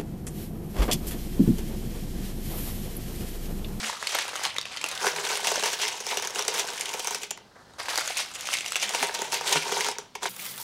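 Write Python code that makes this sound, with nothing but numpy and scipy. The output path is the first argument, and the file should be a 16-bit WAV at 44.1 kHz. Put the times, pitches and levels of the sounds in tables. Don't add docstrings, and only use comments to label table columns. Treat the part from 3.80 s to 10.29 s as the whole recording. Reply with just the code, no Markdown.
import sys
import numpy as np
from scipy import signal
from scipy.fft import rfft, irfft, next_fast_len
from scipy.io import wavfile
from scipy.ndimage import uniform_filter1d, map_coordinates

SR = 44100
rng = np.random.default_rng(int(sys.argv[2]) if len(sys.argv) > 2 else 0)


def pcm_store(signal):
    levels = np.round(np.clip(np.atleast_2d(signal), -1, 1) * 32767)
    wavfile.write(sys.argv[1], SR, levels.astype(np.int16).T)


def ratio_of_db(decibels):
    return 10 ** (np.asarray(decibels, float) / 20)


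N = 286209
HZ = np.fft.rfftfreq(next_fast_len(N + SR // 2), 1 / SR)
TOP_HZ = 15900

# time in seconds, share from 0 to 1.
HANDS_INSIDE = [
    (1.12, 0),
    (1.22, 0.67),
    (3.6, 0.8),
    (3.9, 0),
    (4.95, 0.01),
    (5.1, 0.66),
    (6.15, 0.91),
    (6.3, 0.83),
]
# time in seconds, rustle level in dB,
# fold size in dB (more raises the broad folds and lowers the fine ones).
GRIP = [(0, -36, 3.5), (.5, -71, 2.5), (.9, -38.5, 0), (1.17, -42, 4.5), (1.45, -33, 3.5), (2.0, -49, 0.5),
        (2.25, -42, 0), (2.5, -47, 2.5), (2.9, -39, 3.5), (3.35, -38, 1), (3.5, -56, -4), (3.68, -75, 7.5),
        (3.97, -60, 4), (4.5, -52, 0), (5.0, -39, 0.5), (5.5, -43, 2.5), (6.0, -35, 4.5), (6.32, -76, 1)]
# peak time in seconds, level in dB,
# rise in seconds, fall in seconds (both over 10 dB).
SQUEEZES = [(.06, -30.5, 0.085, 0.084), (.39, -30, 0.15, 0.1), (.65, -31, 0.11, 0.066),
            (1.269, -25.5, 0.061, 0.033), (1.57, -30.5, 0.21, 0.022), (1.678, -26.5, 0.046, 0.13),
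            (1.85, -26.5, 0.023, 0.15), (2.02, -29, 0.019, 0.11), (2.291, -30, 0.019, 0.14),
            (2.591, -27, 0.025, 0.024), (2.79, -27, 0.086, 0.032), (3.43, -37, 0.013, 0.015),
            (3.79, -60.5, 0.06, 0.19), (3.989, -38.5, 0.0054, 0.39), (4.087, -31, 0.006, 0.12),
            (4.19, -30.5, 0.023, 0.056), (4.28, -30, 0.024, 0.13), (4.411, -27.5, 0.037, 0.03),
            (4.55, -40, 0.01, 0.022), (4.74, -33, 0.13, 0.066), (5.04, -29, 0.044, 0.041),
            (5.14, -30, 0.016, 0.088), (5.23, -26.5, 0.038, 0.031), (5.35, -33.5, 0.0058, 0.036),
            (5.44, -37, .1, 0.16), (5.529, -27.5, 0.0099, 0.059), (5.68, -26.5, .025, 0.052),
            (5.73, -21.5, 0.022, 0.051), (6.07, -33, 0.3, 0.048), (6.357, -34.5, 0.0029, 0.0061),
            (6.438, -26.5, 0.0096, 0.014), (6.19, -49, .003, 0.045), (6.457, -32.5, 0.0046, 0.025)]
# time in seconds, fine folds in dB.
CRISPNESS = [(0.55, -1.5), (0.7, -6), (0.95, -24), (1.05, 0.5), (1.9, -2.5), (3.3, 1.5), (3.9, -6),
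             (4.05, 0), (4.3, 1), (5.1, -0.5), (5.8, -1), (6.3, -4)]

# start in seconds, peak
# level in dB, panel pitch in Hz, broad part in dB relative to the peak.
CREASES = [(0.1281, -22, 1210, 4), (0.2262, -11.5, 1710, -5.5), (0.27, -9, 2190, -12.5),
           (0.3203, -19, 7200, -15), (0.3475, -11, 2146, -1), (0.386, -6.5, 1870, -10), (0.5323, -25, 1420, 3),
           (0.555, -12.5, 1280, -9), (0.6355, -14.5, 7040, -5), (0.651, -10, 3260, -5.5),
           (0.7643, -11, 2080, -12), (0.7833, -10.5, 3760, 0), (0.8124, -17, 5450, -21),
           (0.8538, -13, 2600, -10), (0.9188, -24, 2585, -13), (0.9712, -10, 3080, -17),
           (1.013, -15, 2400, -9.5), (1.0408, -12, 2840, -0.5), (1.0615, -11.5, 2520, -13),
           (1.0866, -15, 6560, -21), (1.1133, -14, 4000, -11), (1.1508, -28, 5340, -19),
           (1.1757, -24, 3400, -20),
           (1.241, -17, 1450, 5), (1.2658, -14.5, 1480, 4.5), (1.3604, -25, 2260, 6.5),
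         (1.362, -12, 1960, -13), (1.4497, -13, 3700, -20), (1.4892, -17, 1910, -19),
         (1.5148, -15, 2730, -0.5), (1.554, -14, 2850, -16), (1.6043, -20, 6500, -12),
         (1.6451, -10.5, 1940, -7), (1.6704, -3.5, 2700, -11), (1.757, -9.5, 1460, -6),
         (1.7955, -12, 3930, -1.5), (1.825, -13, 2310, 3), (1.8354, -8.5, 2860, -2.5),
         (1.8573, -10.5, 5700, 0), (1.9318, -11.5, 1540, -15), (1.2555, -19, 5960, 7),
         (2.015, -12, 5530, -15), (2.0796, -12, 5300, -42), (2.1747, -30, 3140, -6),
         (2.203, -17.5, 5600, -3.5), (2.266, -12.5, 5200, -3.5), (2.3714, -9.5, 2830, -5.5),
         (2.423, -13.5, 5470, -6), (0.761, -20, 2520, -8),
           (2.4482, -13, 3270, -3), (2.4723, -12, 5900, -8.5), (2.505, -20, 5490, -7),
        (2.548, -16.5, 6500, -8), (2.5577, -10.5, 2790, -0.5), (2.5906, -23, 2230, -22),
        (1.7155, -18, 7500, 5), (2.649, -20, 1390, -12), (2.6813, -6, 4750, -7.5), (2.6797, -6, 5640, -8),
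        (2.739, -22, 6100, -9), (2.7947, -9, 5930, -7.5), (2.874, -18, 6650, -9), (2.887, -15.5, 1480, -33),
        (2.933, -18, 3000, -7), (2.977, -17, 2140, -24), (3.009, -11, 8420, -22), (6.3425, -49, 3200, -20),
        (3.056, -13, 3170, -33), (3.091, -14, 2830, -27), (3.1373, -13, 2380, -13),
        (3.1942, -15.5, 5600, -3), (3.245, -16.5, 2500, -2.5), (3.272, -9.5, 6200, -4.5),
        (3.308, -14.5, 6160, -2.5), (3.346, -11.5, 5200, -6), (3.5103, -10, 7150, -4),
        (3.4167, -24, 2970, -8), (3.4324, -14.5, 3000, -6), (3.507, -11.5, 7100, -12),
           (3.9835, -32, 1270, 2), (3.9955, -32, 1220, -1), (4.0561, -24, 2330, -20),
             (4.0836, -16.5, 1260, 2), (4.1568, -11, 4400, -3.5), (4.176, -5, 4790, -4),
             (4.2754, -14, 1180, -11), (4.3694, -10, 2540, -28), (4.538, -36, 7250, -5),
             (4.548, -28, 5280, -17), (4.6082, -17.5, 6800, -22), (0.3515, -9, 3600, -1),
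             (4.655, -18, 2620, -22), (4.6711, -12, 2520, -13), (4.742, -19, 9100, -23),
             (4.7373, -5, 2280, -25), (4.769, -17, 3040, -13), (4.786, -22, 3350, -15),
             (4.8074, -12.5, 2600, -11), (4.8611, -10, 2800, -14), (4.881, -16, 5900, -23),
             (4.9202, -12, 1340, -27), (4.9564, -3, 2690, -13), (5.7555, -16, 1760, 6),
           (4.9983, -26, 2820, -22), (5.026, -10, 2390, -6), (5.092, -15, 6600, -23),
              (5.137, -14, 1720, -2.5), (5.147, -11, 2200, -3), (5.2268, -5.5, 2330, 4),
              (5.3411, -16.5, 5700, -8), (5.347, -12.5, 4370, -24), (5.4181, -13, 7260, 0.5),
              (5.4428, -19, 1500, -2), (5.5205, -14, 5300, -5), (5.609, -22, 2000, 5.5),
              (5.6733, -18, 3530, -14), (5.692, -17, 1740, -11.5), (5.7253, -20, 8500, -10),
              (5.7248, -5, 3530, -12), (5.822, -21, 2760, -22), (5.891, -26.5, 2120, 4),
              (5.921, -11, 3470, 0.5), (6.007, -7, 1970, -8), (6.045, -9.5, 3220, -9),
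              (6.0644, -10.5, 1380, -7), (6.085, -10, 6540, -0.5), (6.1133, -15.5, 5300, -10),
              (6.1842, -11.5, 5980, -3.5), (6.3514, -24, 3220, 0), (6.353, -14.5, 2240, -1.5),
              (6.4303, -12.5, 3450, -0.5), (6.4225, -25, 1480, 4.5),
           (0.035, -24, 1345, -16), (0.0582, -22, 2030, -14), (0.0973, -27, 1260, -9),
                 (0.2915, -17, 4520, -8), (0.419, -18.5, 3350, -23), (0.4902, -17.5, 1550, -11),
                 (0.8724, -31, 4360, -12), (3.5746, -23.5, 1960, -2), (4.1059, -29, 5100, 8),
                 (4.3802, -17, 7050, -13), (4.395, -15, 2660, -2.5), (4.9053, -24, 7850, -25),
                 (4.9641, -11.5, 6500, -7.5), (5.5416, -9, 6360, -14), (6.4607, -11.5, 3230, 0.5)]
# start in seconds, peak
# level in dB, panel pitch in Hz, broad part in dB relative to the peak.
TICKS = [(0.2722, -10, 4400, -16), (0.4807, -23, 3470.0, -19), (0.5612, -16, 6500.0, -7),
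         (0.5945, -22, 1210.0, -3), (0.6364, -21, 1710, -12), (0.6518, -11, 4170, -24),
         (0.6991, -25, 3500, -11), (0.7437, -28, 6220.0, -14), (0.7838, -10.5, 3600, -10),
         (0.8129, -16.5, 4510, -23), (0.8291, -23, 2670, -18), (0.9641, -20, 4830, -12),
         (1.0291, -27, 5020.0, -21), (1.0412, -7, 2770, -11), (1.1263, -21, 3810.0, 1),
         (1.14, -29, 3360.0, -7), (1.1515, -21, 5270, -20), (1.1762, -17, 3520, -21),
         (1.268, -7, 1510, -12), (1.2855, -13.5, 1950, -3), (1.3525, -21, 5730.0, -10),
         (1.5731, -14, 9000, -9), (1.6715, -17, 2730, -18), (1.7577, -14, 5340, -14),
         (1.84, -11, 5270, -10), (1.8727, -15, 3700.0, -9), (1.8776, -19, 2900, -17),
         (1.9202, -18, 5790.0, -17), (1.9316, -20, 5550, -15), (1.9973, -28, 5940.0, -16),
         (2.0849, -27, 2930, -17), (2.2063, -21, 6100, -22), (2.3722, -10, 5770, -18),
         (2.398, -17, 6300, -7), (2.4977, -22.5, 5500, -3), (2.5923, -8.5, 5860, -10.5),
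         (2.6241, -15, 5680.0, -14), (2.6502, -20, 6850, -10), (2.7497, -18, 6700.0, -16),
         (2.8317, -22, 2730.0, -6), (2.8511, -26, 5280.0, -9), (2.8694, -24, 5490.0, -13),
         (2.9028, -19, 5550, -8), (2.958, -30, 9100, -17), (3.2026, -18, 3200, -21),
         (3.2457, -17, 8650, -8), (3.2811, -16, 6030.0, -7), (3.3236, -23, 2280.0, -15),
              (3.3548, -18, 5300, -13), (3.3845, -28, 7080.0, -16), (3.9368, -38, 3880.0, 1),
              (4.158, -16, 4540, -12), (4.1847, -12.5, 4070.0, -2), (4.1929, -12, 4820.0, -14),
              (4.217, -19, 1980.0, -14), (4.2594, -20, 6800.0, -20), (4.2764, -12.5, 6650, -8.5),
              (4.3624, -23, 2460, -21), (4.3738, -13.5, 9000, -21), (4.4606, -24, 5320.0, -14),
              (4.5382, -27, 7340, -15), (4.6016, -24.5, 2090.0, -2), (4.621, -26, 5770.0, -18),
              (4.6883, -17.5, 2860.0, -1), (4.7037, -20, 2670.0, -13), (4.7312, -11, 2960, -13),
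              (4.7522, -14, 2130.0, -13), (4.7696, -16, 3800, -24), (4.786, -14, 3280, -24),
              (4.8451, -20, 2300, -15), (4.877, -20, 5990.0, -21), (4.9213, -12, 7800, -19),
              (4.9324, -21, 4010.0, -7), (4.946, -17, 2860, -19), (4.9649, -13, 8000, -18),
              (4.9696, -18, 3570, -11), (4.9987, -20, 5810.0, -23), (5.084, -20, 3460, -18),
              (5.1481, -14, 2870, -3), (5.2943, -20, 1770.0, 1.5), (5.3905, -16, 3500, -8),
              (5.4185, -22, 7070, -2), (5.61, -24, 5100, 2), (5.6942, -19, 9300, -15),
              (5.824, -16, 2440, -22), (5.8996, -21, 2510, -6), (6.0135, -14, 2260.0, -6),
              (6.1546, -28, 2300.0, -14), (6.3419, -54, 2840.0, -9), (6.4559, -20.5, 2150.0, 6.5),
         (0.3487, -15, 12800, -25), (0.48, -24, 9900, -25), (5.2703, -18, 9000, -20),
               (2.997, -24, 11500, -17)]
# start in seconds, peak level in dB, pitch in Hz.
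POPS = [(0.0966, -19, 965), (0.1689, -29, 1240), (0.6151, -29, 860), (0.6593, -20, 880), (0.7524, -32, 870),
        (0.8649, -35, 1090), (0.9532, -33, 1170), (1.5961, -25, 880), (1.7779, -19, 564),
        (2.1431, -28, 910), (2.3305, -21.5, 930), (3.1187, -30, 940), (4.3049, -23.5, 755),
        (5.6095, -25.5, 830), (4.1755, -22, 900)]
# start in seconds, peak level in
# dB, pitch in Hz.
NUDGES = [(0.015, -39.5, 218), (1.251, -55, 279), (1.327, -50, 159), (1.737, -53, 278), (3.903, -59, 258),
          (5.05, -52, 207), (5.209, -45, 268), (5.414, -29.5, 894), (5.448, -32, 876), (5.748, -38, 156),
          (5.751, -40, 282), (5.745, -31, 430)]

# frequency in Hz, level in dB.
BROAD_COLOUR = [(150, -56.5), (300, -8.5), (480, -0.5), (700, 1), (1400, 2.5), (2200, -4), (4500, -16),
                (9000, -66)]
# frequency in Hz, level in dB.
MIDDLE_COLOUR = [(500, -52.5), (1200, -14.5), (2100, 3.5), (3200, 2.5), (5000, -1.5), (7500, -11),
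                 (10000, -16), (16000, -40.5)]
# frequency in Hz, level in dB.
FINE_COLOUR = [(3000, -55), (6000, 5.5), (8000, 1.5), (11000, -3.5), (13500, -9), (15700, -15),
               (16400, -52)]
# frequency in Hz, width in Hz, level in dB.
POT_AIR = [(412, 35, 2), (492, 55, -5.5), (755, 120, -9), (928, 75, 2.5), (1480, 160, -10.5)]
# frequency in Hz, width in Hz, level in dB.
POT_BODY = [(150.3, 4.3, -5), (204, 105, -10)]
# frequency in Hz, width in Hz, level in dB.
POT_WALL = [(5350, 1300, 0)]
# frequency in Hz, level in dB.
RUMBLE_COLOUR = [(30, -26), (60, -0.5), (110, 2.5), (200, -5.5), (400, -46)]
# frequency in Hz, level in dB.
HUSH_COLOUR = [(12, -40), (20, -11), (76, -8.5), (200, -2), (778, -7), (2070, -22.5), (4280, -14.5),
               (15900, -38)]
# frequency in Hz, time to fall 60 dB in seconds.
KITCHEN_DECAY = [(300, 0.12), (3000, 0.44), (12000, 0.032)]

BROAD_DB, BROAD_INSIDE_DB, BROAD_PER_DB = -5, 3, -0.2235
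FINE_DB, FINE_PER_SIZE, FINE_WANDER_DB = -10, -0.38, 1
PATCH_DB = 1.5
TRAIL_DB, TRAIL_SCATTER_DB = -18, 1
TRAIL_FOLLOWS = 0.6
RUMBLE_DB, SHADE_DB = -66, -10.5
HUSH_DB = -56.5


def unit(x):
    return x / np.sqrt(np.mean(x ** 2) + 1e-20)


def along(points, hz):
    f, v = np.transpose(points)
    return np.interp(np.log(hz + 1), np.log(f + 1), v)


def curves(rows):
    s, *cols = np.transpose(rows)
    return [np.interp(np.arange(N) / SR, s, c) for c in cols]


def wobble(rate):
    knots = rng.standard_normal(int(N * rate / SR) + 4)
    return map_coordinates(knots, [np.arange(N) * rate / SR])


def causal(points):
    cep = irfft(np.log(ratio_of_db(along(points, HZ))))
    half = len(cep) // 2
    cep[1:half] *= 2
    cep[half + 1:] = 0
    return np.exp(rfft(cep))


def resonant(modes):
    total = 0
    for k, (centre, width, db) in enumerate(modes):
        mode = 1j * HZ * width / (centre * centre - HZ * HZ + 1j * HZ * width)
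        total = total + (-1) ** k * ratio_of_db(db) * mode
    return total


def filtered(x, response):
    size = 2 * (len(HZ) - 1)
    gain = np.sqrt(np.mean(np.abs(response) ** 2))
    return irfft(rfft(x, size) * response / gain, size)[:N]


def laid(seconds, rows):
    at = np.round(seconds * SR).astype(int)[:, None] + np.arange(rows.shape[1])
    return np.bincount(at.clip(0).ravel(), rows.ravel(), N + SR)[:N]


def effort():
    s, db, rise, fall = np.transpose(SQUEEZES)[:, :, None]
    grid = np.arange(0, N + 64, 64)
    t = grid / SR - s
    shape_db = 10 * np.minimum(t / np.abs(rise), -t / np.abs(fall))
    power = ratio_of_db(2 * (db + shape_db)).sum(0)
    squeezed = np.interp(np.arange(N), grid, power)
    return 10 * np.log10(squeezed + ratio_of_db(2 * curves(GRIP)[0]))


def sheet(broad, middle, fine):
    inside = curves(HANDS_INSIDE)[0].clip(0, 1)
    open_air = filtered(np.sqrt(1 - inside) * broad, causal(BROAD_COLOUR))
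    in_pot = filtered(np.sqrt(inside) * broad, resonant(POT_AIR) + 0.11 * causal(BROAD_COLOUR))
    body = ratio_of_db(-19) * filtered(inside * broad, resonant(POT_BODY))
    wall = ratio_of_db(-12) * filtered(inside * middle, resonant(POT_WALL))
    paper = causal(MIDDLE_COLOUR)
    in_step = paper / np.abs(paper) * ratio_of_db(along(FINE_COLOUR, HZ))
    return open_air + in_pot + body + wall + filtered(middle, paper) + filtered(fine, in_step)


def snaps():
    creases = np.array(CREASES)
    s, db, hz, broad_db = creases.T[:, :, None]
    at = (s * SR).astype(int)
    pushed_db = effort()[at] - db + 21.5
    trail_db = TRAIL_DB + TRAIL_FOLLOWS * pushed_db + TRAIL_SCATTER_DB * rng.standard_normal(s.shape)
    fine_db = -12 + 4 * np.log2(hz / 3500) + 0.65 * curves(CRISPNESS)[0][at]
    t = np.arange(2000) / SR
    rise = 1 - np.exp(-t / 0.0003)
    noise = rng.standard_normal((len(s), len(t)))
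    lumps = ratio_of_db(3 * np.repeat(rng.standard_normal((len(s), 50)), 40, axis=1))
    crack = rise * ratio_of_db(-60 * t / 0.008) * noise
    crack = ratio_of_db(db - 26) * crack / crack.std(axis=1, keepdims=True)
    slips = ratio_of_db(db + trail_db) * (1 - np.exp(-t / 0.0027)) * lumps * noise
    ring = ratio_of_db(db - 7) * rise * ratio_of_db(-60 * t / (0.0083 + 3 / hz)) * np.sin(2 * np.pi * hz * t)
    start = s[:, 0] + 0.0003
    broad = laid(start, ratio_of_db(broad_db) * (crack + ratio_of_db(1.5 - 60 * t / 0.038) * slips))
    middle = laid(start, ratio_of_db(-7) * crack + ratio_of_db(-60 * t / 0.095) * slips)
    fine_mix = ratio_of_db(4 - 60 * t / 0.01) * crack + ratio_of_db(14.5 - 60 * t / 0.021) * slips
    fine = laid(start, ratio_of_db(fine_db) * fine_mix)
    return sheet(broad, middle, fine) + laid(start, ring)


def crackle():
    level_db, size_db = effort(), curves(GRIP)[1]
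    broad_db = BROAD_DB + size_db + BROAD_INSIDE_DB * curves(HANDS_INSIDE)[0] + BROAD_PER_DB * (level_db + 40)
    fine_db = FINE_DB + FINE_PER_SIZE * size_db + FINE_WANDER_DB * wobble(3) + curves(CRISPNESS)[0]
    tiny = folds(count=16000, spread_db=2.3, cycles=7, smooth_db=-2)
    rustle = ratio_of_db(level_db - 2) * patchy(tiny)
    return sheet(ratio_of_db(broad_db) * rustle, rustle, ratio_of_db(fine_db) * rustle)


def folds(count, spread_db, cycles, smooth_db):
    draw, t = rng.random((count, 4)), np.arange(160) / SR
    size = ratio_of_db(-spread_db * np.log(1 - 0.99 * draw[:, 1:2]))
    hz = 500 + 15500 * draw[:, 2:3]
    life = np.minimum(cycles / hz, 0.006) + 0.0015
    tone = np.sin(2 * np.pi * (hz * t + draw[:, 3:]))
    bursts = size * ratio_of_db(-60 * t / life) / np.sqrt(life) * tone
    clumps = ratio_of_db(0.18 * wobble(31) + 1.97 * wobble(70))
    friction = ratio_of_db(smooth_db) * rng.standard_normal(N)
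    return unit(clumps * (unit(laid(draw[:, 0] * N / SR, bursts)) + friction))


def patchy(x):
    z = signal.stft(x, nperseg=256)[2]
    field = uniform_filter1d(rng.standard_normal(z.shape), size=12, axis=0)
    field = uniform_filter1d(field, size=14, axis=1)
    return unit(signal.istft(z * ratio_of_db(PATCH_DB * unit(field)), nperseg=256)[1][:N])


def ticks():
    s, db, hz, broad_db = np.array(TICKS).T[:, :, None]
    t = np.arange(400) / SR
    noise = rng.standard_normal((len(s), len(t)))
    crack = (1 - np.exp(-t / 0.0002)) * ratio_of_db(-60 * t / 0.0055) * noise
    crack = ratio_of_db(db - 17.5) * crack / crack.std(axis=1, keepdims=True)
    fade = (1 - np.exp(-t / 0.00037)) * ratio_of_db(-60 * t / (0.0083 + 4 / hz))
    ring = ratio_of_db(db - 3) * fade * np.sin(2 * np.pi * hz * t)
    fine_db = -12 + 4 * np.log2(hz / 3500)
    start = s[:, 0]
    broad = laid(start, ratio_of_db(broad_db + 3) * crack)
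    middle = laid(start, ratio_of_db(-6.5) * crack)
    fine = laid(start, ratio_of_db(fine_db - 1) * crack)
    return sheet(broad, middle, fine) + laid(start, ring)


def pops():
    s, db, hz = np.transpose(POPS)[:, :, None]
    t = np.arange(900) / SR
    fade = ratio_of_db(db + 4.5 - 60 * t / 0.015) * (1 - np.exp(-t / 0.00088))
    return laid(s[:, 0], fade * np.sin(2 * np.pi * hz * t))


def nudges():
    s, db, hz = np.transpose(NUDGES)[:, :, None]
    t = np.arange(9000) / SR
    u = t / (0.0026 + 2.9 / hz)
    hum = np.sin(2 * np.pi * (hz * t + rng.random(hz.shape)))
    pressure = ratio_of_db(3.5 * wobble(45))
    return pressure * laid(s[:, 0], ratio_of_db(db) * u * np.exp(1 - u) * hum)


def kitchen(x):
    step, answer = SR // 4, np.zeros(N + SR)
    for start in range(0, N, step):
        hz, t, z = signal.stft(rng.standard_normal(SR // 2), SR, nperseg=256)
        fade = ratio_of_db(-60 * t / along(KITCHEN_DECAY, hz)[:, None])
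        tail = signal.istft(z * fade, SR, nperseg=256)[1]
        part = signal.fftconvolve(x[start:start + step], tail / np.linalg.norm(tail))
        answer[start:start + len(part)] += part
    return np.pad(answer, (200, 0))[:N]


def rumble():
    shake = filtered(rng.standard_normal(N), ratio_of_db(along(RUMBLE_COLOUR, HZ)))
    return ratio_of_db(RUMBLE_DB + SHADE_DB * curves(HANDS_INSIDE)[0] + 2.5 * wobble(8.1)) * shake


def hush():
    air = filtered(rng.standard_normal(N), ratio_of_db(along(HUSH_COLOUR, HZ)))
    return ratio_of_db(HUSH_DB + 0.57 * wobble(22)) * air


def scene():
    paper = snaps() + crackle() + ticks() + pops()
    room = ratio_of_db(-12.5) * kitchen(paper)
    return (paper + room + nudges() + rumble() + hush())[None]


def roll_off(x):
    return signal.sosfilt(signal.butter(12, 16680, fs=SR, output="sos"), x)


def record(dry):
    held = dry / (1 + np.abs(dry / 0.45) ** 4) ** (1 / 4)
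    passed = np.fft.rfftfreq(N, 1 / SR) < TOP_HZ
    mix = irfft(rfft(held) * passed, N)
    return roll_off(mix)


dry = scene()
out = record(dry)
pcm_store(out)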